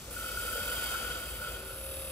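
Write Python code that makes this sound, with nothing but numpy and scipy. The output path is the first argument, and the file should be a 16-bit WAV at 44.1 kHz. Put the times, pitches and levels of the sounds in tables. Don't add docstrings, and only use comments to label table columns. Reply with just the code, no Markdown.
import sys
import numpy as np
from scipy import signal
from scipy.fft import rfft, irfft
from scipy.io import wavfile

SR = 44100
rng = np.random.default_rng(int(sys.argv[2]) if len(sys.argv) > 2 else 0)


def to_wav(sig):
    pcm = np.clip(np.atleast_2d(sig), -1, 1) * 32767
    pcm = np.round(pcm).astype(np.int16)
    wavfile.write(sys.argv[1], SR, pcm.T)


def volts(x):
    e = np.asarray(x, float) / 20
    return 10 ** e


N = 93051
T = np.arange(N) / SR
HZ = np.arange(N // 2 + 1) * SR / N + 1e-3

# time_s, speed_turns_per_s
SHAFT_SPEED = [(0, 38.2), (1.6, 38.2), (1.9, 38.15), (2.11, 38.05)]
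# freq_hz, relative_db
ROOM_SPECTRUM = [(25, -42), (42, -1), (62, 0), (85, -1), (115, -7), (170, -12), (276, -12), (532, -14.5),
                 (910, -19.5), (1390, -18), (1670, -23), (2610, -20.5), (5000, -25), (8000, -33),
                 (10400, -56)]
# time_s, level_db
UPPER_NOISE_LEVEL = [(0, -51.5), (.4, -47), (1.0, -52), (1.6, -68)]
# freq_hz, width_hz, relative_db
UPPER_NOISE_BAND = [(5840, 7700, 0)]
# time_s, scratch_db, blade_modes_db, hiss_db
FEED_PRESSURE = [(0, -70, -63, -51.5), (.104, -69, -83, -54), (.11, -51.5, -57, -44), (.27, -52, -46, -42),
                 (.55, -46.5, -43, -39.5), (.85, -41.5, -42, -38), (1.12, -44.5, -45.5, -42.5),
                 (1.37, -51.5, -49.5, -43.5), (1.5, -47.5, -48.5, -43.5), (1.63, -52.5, -55, -49),
                 (1.75, -58, -56, -47.5), (1.9, -77, -62, -44.5), (2.11, -85, -78, -44.5)]
# freq_hz, relative_db
HISS_SPECTRUM = [(5000, -30), (7600, -5), (8400, 1), (9300, -1), (9800, 5), (10700, 1), (11400, -2),
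                 (12200, 2), (13000, -1), (13800, 0), (14700, -2), (15800, -3)]
# freq_hz, width_hz, relative_db
TOP_BLADE_MODES = [(8640, 25, -4), (10750, 25, 0), (11900, 25, -5), (14090, 60, -5), (14940, 50, 1),
                   (15580, 90, 2)]
# time_s, pitch_hz, level_db
MOTOR_HUM = [(0, 57, -60), (.1, 57.5, -47), (.21, 55, -55), (.31, 55, -49), (.51, 58, -46), (.62, 58, -53),
             (.72, 56, -48), (.85, 57, -53), (1.02, 56, -56), (1.1, 56, -45.5), (1.25, 56, -55),
             (1.33, 55.6, -44.5), (1.39, 55.6, -56), (1.51, 56.3, -43.5), (1.6, 57, -52), (1.73, 58, -60),
             (1.82, 56, -49), (1.93, 66, -48), (2.0, 68, -49), (2.11, 60, -46)]
# time_s, level_db
TENTH_LEVEL = [(0, -65), (.95, -63), (1.1, -58), (1.35, -84), (1.6, -54), (1.8, -58), (2.11, -60.5)]
# start_s, peak_db (before the resonances)
ROCK_JOLTS = [(.081, -41), (.445, -40), (.553, -36), (.578, -36), (.665, -38)]
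# freq_hz, width_hz, relative_db
JOLT_RESONANCES = [(465, 35, -2), (555, 20, 0)]
# freq_hz, relative_db
SCRATCH_SPECTRUM = [(150, -7), (400, 1.5), (1000, -0.5), (1450, 1.5), (1680, -4.5), (1900, -4.5), (3200, 2),
                    (4100, -7.5), (5600, -11), (7500, -3.5), (9000, -54)]
# freq_hz, width_hz, relative_db
HIGHER_BLADE_MODES = [(1830, 50, -12), (2241, 25, -5), (2530, 50, -6), (2568, 25, 0), (2960, 60, -4),
                      (3025, 50, -4), (3212, 50, 0), (3780, 60, -10), (4440, 25, -9), (4830, 160, -6)]
# time_s, level_db
RING_LEVEL = [(0.0, -77), (0.09, -64), (0.16, -47), (0.22, -43.5), (0.46, -41), (0.49, -38), (0.9, -41.5),
              (0.95, -36.5), (1.25, -44.5), (1.37, -54.5), (1.4, -42), (1.47, -40.5), (1.5, -47),
              (1.71, -48.5), (1.8, -57.5), (2.11, -71)]
# freq_hz, width_hz, relative_db
LOW_BLADE_MODES = [(1315, 30, -10), (1352, 30, -5), (1445, 16, 1), (1472, 20, -4), (1520, 30, -14)]
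# time_s, drone_db, rub_db, whistle_db
HOUSING_LEVELS = [(0, -62, -70, -75), (.2, -53, -58, -72), (.57, -48, -62, -70), (.85, -51, -58, -70),
                  (1.05, -50, -53, -70), (1.3, -53, -60, -68), (1.5, -49, -58, -62), (1.62, -52, -55, -56),
                  (1.72, -58, -52, -52), (1.8, -60, -49.5, -50), (1.93, -60, -45.5, -48),
                  (2.11, -60, -45.5, -49)]
# freq_hz, width_hz, relative_db
DRONE_RESONANCES = [(492, 27, 1.5), (518, 48, -6), (580, 12.8, 0.5), (672, 17, -5.5), (368.4, 15, -15.5),
                    (141, 9.5, -4), (224, 4.2, -6), (877, 10.6, -8.5)]
# freq_hz, width_hz, relative_db
RUB_RESONANCES = [(480, 34, -12.5), (536, 4.5, 3.5), (604, 29, -8.5)]
# freq_hz, width_hz, relative_db
RIM_RESONANCES = [(1150, 53, -5), (1340, 240, 0.5), (2620, 145, 2), (3270, 570, -3.5), (3734, 37, 8.5),
                  (4880, 400, -4)]
# freq_hz, width_hz, relative_db
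WHISTLE_RESONANCES = [(11080, 380, 0), (9900, 900, -9), (12000, 1500, -8)]
# shaft_multiple, relative_db
WHISTLE_SHAFT_LINES = [(277, -15), (285, -13), (286, -12), (289, -11), (295, -10)]
# freq_hz, left_lead_rad
STEREO_LEAD = [(0, 0), (300, 0), (600, -.3), (1000, .3), (1500, .9), (2000, .2), (2400, 1.1), (3300, 1.7),
               (3960, 1.4), (4500, -.5), (5100, -3.0), (5700, -6.0), (7240, -8.6), (7600, -6.1),
               (8000, -6.3), (9400, -9.3), (9600, -9.55), (11000, -12.5), (11450, -12.8), (12450, -15.55),
               (12800, -15.9), (13850, -18.75), (14300, -19.1), (15250, -21.9), (16000, -22)]
# freq_hz, likeness_0_to_1, left_minus_right_db
STEREO_MATCH = [(90, 1, 0), (180, .9, .3), (300, .8, 1.5), (550, .9, 3.5), (850, .3, 2), (1400, .9, 1.5),
                (1750, .4, 1), (2600, .8, 0), (3100, .85, -1), (3900, .4, 1.5), (4750, .6, 1),
                (5080, .05, 3), (6000, .35, 3), (7200, .5, 3), (7800, .85, 0), (9300, .97, 0)]


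def rms_one(x):
    return x / np.sqrt(np.mean(x ** 2) + 1e-20)


def in_time(rows):
    s, *columns = np.transpose(rows)
    return [np.interp(T, s, column) for column in columns]


def at_hz(points, count=1):
    rows = np.array(points)
    return np.interp(np.log(HZ), np.log(rows[:, 0]), rows[:, count])


def drift(rate_hz):
    r = np.exp(-2 * np.pi * rate_hz / SR)
    slow = signal.lfilter([1], [1, -2 * r, r * r], rng.standard_normal(N + SR))
    return rms_one(slow[SR:])


def colour(x, spectrum):
    return rms_one(irfft(rfft(x) * volts(at_hz(spectrum)), N))


def modes(x, table):
    out = 0
    for k, (hz, width, db) in enumerate(table):
        r = np.exp(-np.pi * width / SR)
        feedforward = [(1 - r * r) / 2, 0, (r * r - 1) / 2]
        feedback = [1, -2 * r * np.cos(2 * np.pi * hz / SR), r * r]
        out = out + (-1) ** k * volts(db) * signal.lfilter(feedforward, feedback, x)
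    return rms_one(out)


def wander(x, share):
    place = np.cumsum(1 + share * drift(2.0))
    return np.interp(place * (N - 1) / place[-1], np.arange(N), x)


def room_noise():
    level_db = -47
    return volts(level_db) * colour(rng.standard_normal(N), ROOM_SPECTRUM)


def upper_noise():
    level_db, = in_time(UPPER_NOISE_LEVEL)
    return volts(level_db) * modes(rng.standard_normal(N), UPPER_NOISE_BAND)


def grit(turns):
    spread_db, contacts_per_s, turn_depth, flutter_db = 2, 12000, .07, 1.33
    sizes = volts(spread_db * np.minimum(rng.exponential(1, N), 5.0))
    signs = rng.choice([-1, 1], N)
    contacts = rng.random(N) < contacts_per_s / SR
    turn_pressure = 1 + turn_depth * np.cos(2 * np.pi * turns)
    flutter = volts(flutter_db * drift(60.0))
    return sizes * signs * contacts * turn_pressure * flutter


def treble_hiss(grains, turns):
    modes_over_hiss_db = -6.5
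    level_db = in_time(FEED_PRESSURE)[2]
    hiss = colour(grit(turns), HISS_SPECTRUM)
    return volts(level_db) * (hiss + volts(modes_over_hiss_db) * modes(grains, TOP_BLADE_MODES))


def motor_hum():
    hz, level_db = in_time(MOTOR_HUM)
    return np.sqrt(2) * volts(level_db) * np.sin(2 * np.pi * np.cumsum(hz) / SR)


def shaft_line(turns):
    level_db, = in_time(TENTH_LEVEL)
    return np.sqrt(2) * volts(level_db) * np.sin(2 * np.pi * 10 * turns)


def rock_jolts():
    s, db = np.transpose(ROCK_JOLTS)
    clicks = np.zeros(N) + 1e-18
    clicks[(s * SR).astype(int)] = volts(db)
    out = modes(clicks, JOLT_RESONANCES)
    return out * volts(db.max()) / np.abs(out).max()


def rock_scratch(grains, turns):
    scratch_db, blade_db, _ = in_time(FEED_PRESSURE)
    scratch = colour(grains, SCRATCH_SPECTRUM)
    blade = wander(modes(grit(turns), HIGHER_BLADE_MODES), share=.003)
    return volts(scratch_db) * scratch + volts(blade_db) * blade


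def blade_ring(grains, turns):
    bite_db, fade_s = 10, 0.47
    bite_turn, jitter_turns = 0.35, 0.12
    level_db, = in_time(RING_LEVEL)
    broad_peak = [(1407, 610, 0)]  # freq_hz, width_hz, relative_db
    ring = wander(modes(modes(grains, LOW_BLADE_MODES), broad_peak), share=.003)
    bite_phase = turns - bite_turn + jitter_turns * drift(14.0)
    bite = bite_db * np.exp(-T / fade_s) * np.cos(2 * np.pi * bite_phase)
    return volts(level_db + bite) * ring


def housing_drone():
    level_db = in_time(HOUSING_LEVELS)[0]
    return volts(level_db) * wander(modes(rng.standard_normal(N), DRONE_RESONANCES), share=.02)


def rim_texture(turns, count):
    fade_turns = 1
    around = np.linspace(0, 1, count)
    return np.interp(turns % 1, around, rng.standard_normal(count) * np.exp(-around / fade_turns))


def blade_rub(turns):
    rim_over_knock_db = -3
    level_db = in_time(HOUSING_LEVELS)[1]
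    knocks = np.diff(np.floor(turns), prepend=0) + 1e-18
    knock_ring = modes(knocks, RUB_RESONANCES)
    rim_ring = modes(rim_texture(turns, count=600), RIM_RESONANCES)
    return volts(level_db) * (knock_ring + volts(rim_over_knock_db) * rim_ring)


def noisy_whistle():
    level_db = in_time(HOUSING_LEVELS)[2]
    return volts(level_db - 0.5) * modes(rng.standard_normal(N), WHISTLE_RESONANCES)


def turning_whistle(turns):
    level_db = in_time(HOUSING_LEVELS)[2]
    comb = modes(rim_texture(turns, count=1200), WHISTLE_RESONANCES)
    lines = sum(np.sqrt(2) * volts(db) * np.sin(2 * np.pi * multiple * turns)
                for multiple, db in WHISTLE_SHAFT_LINES)
    return volts(level_db + 0.5) * comb + volts(level_db) * lines


def noisy_layers(turns):
    grains = grit(turns)
    background = room_noise() + upper_noise()
    cut = treble_hiss(grains, turns) + rock_scratch(grains, turns) + blade_ring(grains, turns)
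    return background + cut + housing_drone() + noisy_whistle()


def stereo_image(direct, diffuse):
    alike = np.clip(at_hz(STEREO_MATCH), 0, 1)
    half_lead = np.exp(.5j * np.interp(HZ, *np.transpose(STEREO_LEAD)))
    half_tilt = volts(at_hz(STEREO_MATCH, count=2) / 2)
    shared = rfft(direct) * np.sqrt((1 + alike) / 2)
    opposed = rfft(diffuse) * np.sqrt((1 - alike) / 2)
    left = (shared + opposed) * half_lead * half_tilt
    right = (shared - opposed) / half_lead / half_tilt
    return irfft(np.array([left, right]), N)


def scene():
    wobble = 1 + .0006 * drift(3.18)
    turns = np.cumsum(in_time(SHAFT_SPEED)[0] * wobble) / SR
    clean = motor_hum() + shaft_line(turns) + rock_jolts() + blade_rub(turns) + turning_whistle(turns)
    direct = noisy_layers(turns) + clean
    diffuse = noisy_layers(turns)
    return stereo_image(direct, diffuse)


def roll_off(x):
    return signal.sosfilt(signal.butter(12, 16090, fs=SR, output="sos"), x)


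def record(dry):
    cutoff_hz, ripple_db, stop_db = 15750, .5, 70
    low_pass = signal.ellip(10, ripple_db, stop_db, cutoff_hz, fs=SR, output="sos")
    mix = signal.sosfilt(low_pass, dry)
    return roll_off(mix)


dry = scene()
out = record(dry)
to_wav(out)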